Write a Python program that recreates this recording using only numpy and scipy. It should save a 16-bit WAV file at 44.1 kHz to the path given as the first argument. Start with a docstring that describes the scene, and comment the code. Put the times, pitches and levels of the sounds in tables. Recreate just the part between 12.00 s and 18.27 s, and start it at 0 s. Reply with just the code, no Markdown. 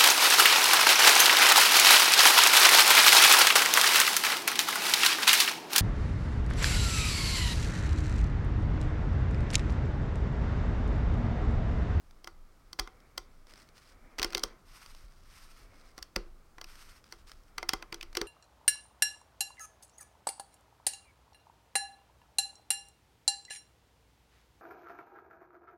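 """Fingers and a small hook work rubber bands off a plastic craft loom on a cloth-covered table, heard close up.
A still small room and a low rumble (coloured noise) are there from the start, with faint rubbing and band crackle.
Then come thin ticks of nail and hook, and bands that snap free (sharp noise bursts and ringing plastic).
Next, hard tugs ring the loom and knock the table, the loom drags on the cloth, and fingers rub the bands.
Later a hand strokes the cloth or rests with a soft thud (grainy noise, a deep sine); snaps go on almost to the end."""
import sys
import numpy as np
from scipy import signal
from scipy.fft import rfft, irfft, next_fast_len
from scipy.io import wavfile
from scipy.ndimage import uniform_filter1d, map_coordinates

SR = 44100
rng = np.random.default_rng(int(sys.argv[2]) if len(sys.argv) > 2 else 0)


def wrap_up_sound(samples):
    """Save the sound to the file named by the first command line argument, as 16-bit audio."""
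    columns = np.atleast_2d(samples).T
    # keep every value between -1 and 1, then stretch to whole-number steps
    tamed = np.clip(columns, -1, 1)
    steps = np.round(tamed * 32767).astype(np.int16)
    wavfile.write(sys.argv[1], SR, steps)


N = 276496  # length in samples


def amp(db):
    """Turn decibels into a gain."""
    return 10 ** (np.asarray(db) / 20)


def unit(x):
    """Scale x to an rms of 1."""
    return x / np.sqrt(np.mean(x ** 2) + 1e-20)


def along(points, hz):
    """Read a curve of (Hz, value) points at any frequency, on a log axis."""
    point_hz, value = np.transpose(points)
    return np.interp(np.log(hz + 1), np.log(point_hz + 1), value)


def fade(t, t60):
    """Exponential decay that loses 60 dB in t60 seconds."""
    return np.exp(-np.log(1000) * t / t60)


def wobble(rate):
    """A smooth random curve through `rate` random points a second."""
    knots = rng.standard_normal(int(N * rate / SR) + 4)
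    return map_coordinates(knots, [np.arange(N) * rate / SR])


def filtered(x, response):
    """Multiply the spectrum of x by a function of frequency."""
    size = next_fast_len(N + SR // 2)
    return irfft(rfft(x, size) * response(np.fft.rfftfreq(size, 1 / SR)), size)[:N]


def coloured(x, spectrum):
    """Colour x with a curve of (Hz, dB) points and scale it to an rms of 1."""
    return unit(filtered(x, lambda hz: amp(along(spectrum, hz))))


def causal(gain):
    """Minimum phase: the most compact impulse response with this gain that starts at time 0."""
    cepstrum = irfft(np.log(np.maximum(gain, 1e-6)))
    half = len(cepstrum) // 2
    folded = np.r_[cepstrum[0], 2 * cepstrum[1:half], np.zeros(half)]
    return irfft(np.exp(rfft(folded)))


def add(track, s, sound):
    """Mix a sound into the track at s seconds."""
    part = track[max(round(s * SR), 0):][:len(sound)]
    part += sound[:len(part)]


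def ring(modes, scatter_db, detune):
    """Fading sine tones; grip and point of contact change their strength and pitch each time."""
    t = np.arange(SR // 8) / SR
    hz, db, t60 = np.transpose(modes)[:, :, None]
    hz = hz * (1 + detune * rng.standard_normal(hz.shape))
    strength = amp(db + scatter_db * rng.standard_normal(hz.shape))
    strength = strength * rng.choice([-1, 1], hz.shape)
    return np.sum(strength * np.sin(2 * np.pi * hz * t) * fade(t, t60), axis=0)


# Basic colour of every sharp contact. Each row: frequency in Hz, relative level in dB.
CONTACT_COLOUR = [(60, -28), (250, -6), (700, -4.5), (1500, 0.5), (2300, -2.5), (3700, -3.5), (4600, 2.5),
                  (5700, 3), (7000, -6.5), (9200, 0.5), (10500, -6), (15500, -5)]


def crack(colour, t60, spike, rise=0.00014, size=2048):
    """One sharp contact and the brief chatter that follows (rise and t60 in seconds), through the plastic."""
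    t, hz = np.arange(size) / SR, np.fft.rfftfreq(size, 1 / SR)
    chatter = rng.standard_normal(size) * fade(t, t60) * (1 - np.exp(-t / rise))
    chatter /= np.linalg.norm(chatter)
    chatter[0] += spike
    # the chatter ripples the spectrum but keeps its broad balance
    broad = np.sqrt(np.abs(uniform_filter1d(np.abs(rfft(chatter)) ** 2, size=100)))
    gain = amp(along(CONTACT_COLOUR, hz) + along(colour, hz)) / broad
    return signal.fftconvolve(chatter, causal(gain))


STROKE_SKEW = 0.63  # below 1, a stroke speeds up faster than it slows
STROKE_ARCH = 0.91  # how pointed the peak of a stroke is


def level(strokes):
    """Speed of the hand as a gain: each stroke swells and dies in one skewed arch."""
    t = np.arange(N) / SR
    total = np.zeros(N)
    for start, length, db in strokes:
        progress = np.clip((t - start) / length, 0, 1)
        total += amp(db) * np.abs(np.sin(np.pi * progress ** STROKE_SKEW)) ** STROKE_ARCH
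    return total


def rubbing(effort, spectrum, grain_db, uneven_db):
    """Friction: countless tiny catches of uneven size under a wavering pressure, coloured by the surfaces."""
    pressure_db = uneven_db * np.tanh(wobble(35))
    catches = rng.standard_normal(N) * amp(grain_db * wobble(900) + pressure_db)
    return effort * coloured(catches, spectrum)


# The still room. Each row: frequency in Hz, relative level in dB.
AIR_COLOUR = [(60, 5.5), (110, 8.5), (200, 4.5), (500, 0), (900, -3), (1300, 0.5), (1700, -9),
              (2200, -11.5), (2800, -14), (5000, -14), (9000, -18), (16000, -21.5)]
# The building's rumble. Each row: frequency in Hz, relative level in dB.
RUMBLE_COLOUR = [(8, -37), (20, 17), (35, -5), (55, -9.5), (90, -14), (150, -35.5), (400, -88)]


def background(air_db=-66, rumble_db=-51.5, rumble_waver_db=2.2):
    """Steady noise of the air and a deep rumble of the building that wavers in level several times a second."""
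    air = amp(air_db) * coloured(rng.standard_normal(N), AIR_COLOUR)
    rumble_gain = amp(rumble_db + rumble_waver_db * wobble(9.5))
    return air + rumble_gain * coloured(rng.standard_normal(N), RUMBLE_COLOUR)


def crackle(force, rate=50, size_db=6.5, gain_db=10):
    """Tacky rubber sticks and slips: about `rate` tiny ticks a second, a few much larger than the rest."""
    out = np.zeros(N)
    chance, size = rng.random(N), np.minimum(rng.exponential(size=N), 3)
    for i in np.flatnonzero(chance < rate / SR):
        tick = crack([(600, -10.0), (4500, 0), (12000, -7)], t60=0.009, spike=0.4, size=512)
        add(out, i / SR, force[i] * amp(gain_db + size_db * size[i]) * tick)
    return out


# Fingers work the stretched bands. Each row: start in seconds, length in seconds, relative level in dB.
FINGER_STROKES = [(1.465, 0.25, -62), (1.73, 0.23, -63.5), (2.22, 0.29, -63), (2.96, 0.37, -69),
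                  (3.55, 0.54, -70), (5.05, 0.19, -62), (5.265, .08, -58), (5.35, 0.16, -71)]
# Colour of skin on bands. Each row: frequency in Hz, relative level in dB.
RUBBER_COLOUR = [(300, -47), (1200, 2.5), (2100, -2), (3700, -5.5), (5100, -0.5), (7000, -11.5),
                 (9000, -8.5), (11000, -19.5), (15500, -18)]


def worked_bands(resting_db=-80):
    """Skin rubs the rubber and the rubber crackles; between strokes the fingers are never quite still."""
    force = level(FINGER_STROKES) + amp(resting_db)
    rub = rubbing(force, RUBBER_COLOUR, grain_db=3.5, uneven_db=5.5)
    return amp(-0.5) * rub + crackle(force)


# The loom is dragged over the cloth. Each row: start in seconds, length in seconds, relative level in dB.
DRAG_STROKES = [(0.85, 0.57, -71), (1.45, 0.36, -67), (1.9, 0.74, -63), (2.22, 0.38, -59.5),
                (3.56, 0.51, -65.5), (5.45, 0.97, -71.5)]
# Colour of the base on cloth. 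Each row: frequency in Hz, relative level in dB.
SCUFF_COLOUR = [(100, -19), (240, 3.5), (400, -1.5), (700, -1), (900, -6), (1200, -2.5), (1700, -8),
                (2250, -2), (2800, -22), (8000, -39.5), (16000, -41)]


def dragged_loom(resting_db=-77):
    """The base scuffs the cloth, with a faint rub even between the drags."""
    effort = level(DRAG_STROKES) + amp(resting_db)
    return amp(-2.0) * rubbing(effort, SCUFF_COLOUR, grain_db=1.0, uneven_db=2.5)


# Nail and hook graze a peg. Each row: time in seconds, relative level in dB.
PEG_GRAZES = [(0.1096, -43.5), (1.0031, -47), (1.4696, -43), (1.5371, -36.5), (1.558, -41), (1.689, -43),
              (1.7796, -39.5), (2.305, -33), (2.8613, -34), (2.9485, -37.5), (3.988, -34.5), (4.7553, -39),
              (5.0414, -40.5), (5.3167, -31.5), (6.1293, -38)]


def ticks(gain_db=13):
    """Nail and hook graze the pegs: thin clicks too light to ring the loom."""
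    out = np.zeros(N)
    for s, db in PEG_GRAZES:
        tick = crack([(700, 2.5), (4500, 0.5), (12000, -12)], t60=0.012, spike=0.4)
        add(out, s, amp(db + gain_db) * tick)
    return out


# Bands snap off the pegs. Each row: time in seconds, relative click level in dB,
# weight (low knock over the click) in dB, hollowness (middle clack over the click) in dB.
BAND_SNAPS = [(0.2444, -45.5, -5, -6), (0.274, -41.5, 2, -3), (0.731, -41, -7.5, -16),
              (0.7905, -39, 4.5, 2), (0.7948, -28.5, -5.5, -6), (0.7972, -28, -2, -6.5),
              (0.875, -50.5, 8.5, 2), (1.1787, -30, -6.5, -11.5), (2.1843, -42, 4.5, -7),
              (2.188, -36.5, -1, 2.5), (2.196, -33.5, -2.5, 7), (2.2181, -34.5, -1.5, 1),
              (2.2292, -25, -13.5, 3.5), (2.2322, -31, -6, -5), (2.2458, -27, -5.5, -3.5),
              (2.3248, -45, -6, 2), (2.332, -43.5, 2.5, 5.5), (2.349, -26, -10, 4),
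              (2.3722, -38.5, 1.5, -10.5), (2.379, -32, -5, -8.5), (2.3948, -41, -7, -13),
              (2.4364, -23, -10, -10.5), (3.9796, -43.5, 2, -6.5), (4.0271, -37.5, -16.5, -2.5),
              (4.1618, -29.5, -2.5, 3), (4.583, -53.5, 8.5, 6.5), (4.614, -42, -3.5, -4),
              (4.643, -45, -8, 3.5), (5.1246, -42.5, -2, -7), (5.582, -33.5, -2, 5.5), (5.629, -40, 8, -3),
              (5.6913, -22.5, -11, -0.5), (5.7349, -26, -0.5, -18), (5.8254, -45, 5.5, 9),
              (5.926, -39.5, 2.5, 6), (5.944, -38, -7, -4), (6.011, -43.5, -19, 14.5),
              (6.029, -39.5, -6.5, 1), (6.1521, -36.5, -6, 7), (6.1707, -25.5, -8.5, 0),
              (6.2148, -31.5, -1.5, 2)]
# Ringing of the peg rails. Each row: frequency in Hz, relative level in dB, time to fade 60 dB in seconds.
RAIL_MODES = [(620, -8, 0.015), (754, 0.5, 0.075), (908, -1.5, 0.063), (1049, 4.5, 0.048),
              (1165, -0.5, 0.072), (1315, -2, 0.071), (1429, -1.5, 0.083), (2050, 6.5, 0.036),
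              (2400, -6, 0.037), (2650, -12, 0.047)]
# Ringing of a peg. Each row: frequency in Hz, relative level in dB, time to fade 60 dB in seconds.
PEG_MODES = [(3268, 11, 0.018), (3160, -32.5, 0.035), (4130, -23.5, 0.0046), (4635, 16, 0.013),
             (5040, 2, 0.0087), (5290, -1, 0.011)]
# Ringing of the base plate, which bumps play too.
# Each row: frequency in Hz, relative level in dB, time to fade 60 dB in seconds.
BASE_MODES = [(310, -22, .06), (341, 1, 0.19), (398.8, -3, 0.18), (464.7, -7.5, 0.19), (513, -1.5, 0.045)]
SCRAPE_LEAD_S = 0.0035  # the band starts to slip this long before it lets go


def snaps(knock_db=32, clack_db=30, click_db=27, edge_db=18,
          scrape_db=-12, rails_db=-11, peg_db=-16, plate_db=-18):
    """A band scrapes up its peg and lets go; peg and rails ring on, and its weight reaches the base plate."""
    out = np.zeros(N)
    for s, click, weight, hollowness in BAND_SNAPS:
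        knock, clack = click + weight, click + hollowness
        colour = [(1100, knock + knock_db), (2600, clack + clack_db), (4600, click + click_db),
                  (6000, click + click_db), (9000, click + edge_db)]
        scrape = crack(colour, t60=0.028, spike=0.036, rise=0.0027)
        add(out, s - SCRAPE_LEAD_S, amp(scrape_db) * scrape)
        add(out, s, crack(colour, t60=0.01, spike=0.46))
        add(out, s, amp(knock + rails_db) * ring(RAIL_MODES, scatter_db=2.5, detune=0.0097))
        add(out, s, amp(click + peg_db) * ring(PEG_MODES, scatter_db=4, detune=0.044))
        add(out, s, amp(knock + plate_db) * ring(BASE_MODES, scatter_db=4, detune=0.014))
    return out


# How long the small room rings. Each row: frequency in Hz, time to fade 60 dB in seconds.
ROOM_FADE = [(150, 0.52), (1000, 0.44), (5000, 0.21), (8000, 0.18), (15000, 0.097)]


def room(x):
    """The small room's echo: fading noise that starts 4 ms late and whose treble dies first."""
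    hz, t, z = signal.stft(rng.standard_normal(SR // 2), SR, nperseg=256)
    tail = signal.istft(z * fade(t, along(ROOM_FADE, hz)[:, None]), SR, nperseg=256)[1]
    tail = np.r_[np.zeros(round(0.004 * SR)), tail / np.linalg.norm(tail)]
    return signal.fftconvolve(x, tail)[:N]


# The loom is bumped on the table, or a hand comes to rest with a soft thud.
# Each row: time in seconds, then relative levels in dB of the base ring, the table thud and the table knock.
LOOM_BUMPS = [(0.797, -48, -29.5, -47), (1.179, -58, -43, -55), (2.195, -39.5, -35, -63),
              (2.248, -38, -37, -59), (2.351, -37.5, -40.5, -47.5), (2.439, -40, -38.5, -46),
              (3.041, -72, -38.5, -74), (3.616, -68, -41.5, -67), (4.163, -39, -29.5, -34.5),
              (5.737, -43, -38, -60), (5.925, -45, -63, -68), (6.171, -37.5, -56, -62),
              (6.215, -33.5, -38, -66)]
# Knock of the table top. 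Each row: frequency in Hz, relative level in dB, time to fade 60 dB in seconds.
TABLE_MODES = [(197.7, -3.5, .11), (243, -13.5, 0.061), (540, 3, 0.033)]


def bumps(base_db=-1, shudder_db=13):
    """The base plate rings hollow and shudders; the table knocks and gives a deep, short thud."""
    out, t = np.zeros(N), np.arange(SR // 2) / SR
    shudder_colour = [(100, -4.5), (330, 14.5), (500, 5), (1200, 16.5), (2500, -6), (7000, -25.5)]
    for s, base, thud, knock in LOOM_BUMPS:
        add(out, s, amp(base + base_db) * ring(BASE_MODES, scatter_db=2.5, detune=0.012))
        shudder = crack(shudder_colour, t60=0.38, spike=0.05, size=8192)
        add(out, s, amp(base + shudder_db) * shudder)
        add(out, s, amp(knock) * ring(TABLE_MODES, scatter_db=1.5, detune=0.01))
        add(out, s, amp(thud) * np.sin(2 * np.pi * 37 * t) * fade(t, 0.17))
    return out


# A hand strokes the cloth. 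Each row: start in seconds, length in seconds, relative level in dB.
HAND_STROKES = [(2.65, 0.43, -57.5), (3.25, 0.45, -59), (4.65, 0.38, -56)]
# Colour of skin on cloth. Each row: frequency in Hz, relative level in dB.
CLOTH_COLOUR = [(300, -37), (850, -5), (1050, 0), (1350, 2), (1650, -2), (2050, -1), (3700, -7), (5300, -2),
                (7200, -13), (9000, -7), (10500, -17), (12300, -11.5), (16000, -25.5)]


def sliding_hand():
    """Skin catches on the cloth as the hand strokes it."""
    return rubbing(level(HAND_STROKES), CLOTH_COLOUR, grain_db=1.5, uneven_db=3.5)


def scene(walls=3, tail_db=-19.5):
    """The loom and hands, never quite still, their room, and its background."""
    friction = worked_bands() + dragged_loom() + sliding_hand()
    contacts = ticks() + snaps()
    knocks = bumps()
    # each snap radiates a different fine pattern toward every wall, so its tail is diffuse
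    snap_tail = sum(room(snaps()) for wall in range(walls)) / np.sqrt(walls)
    tail = amp(tail_db) * (room(knocks) + snap_tail)
    return (background() + friction + contacts + knocks + tail)[None]


def record(dry, low_hz=24, top_hz=16100):
    """The microphone sheds the deepest bass; nothing is kept above top_hz."""
    highpass = signal.butter(2, low_hz, "highpass", fs=SR, output="sos")
    thinned = signal.sosfilt(highpass, dry)
    return np.array([filtered(channel, lambda hz: hz < top_hz) for channel in thinned])


dry = scene()
out = record(dry)
wrap_up_sound(out)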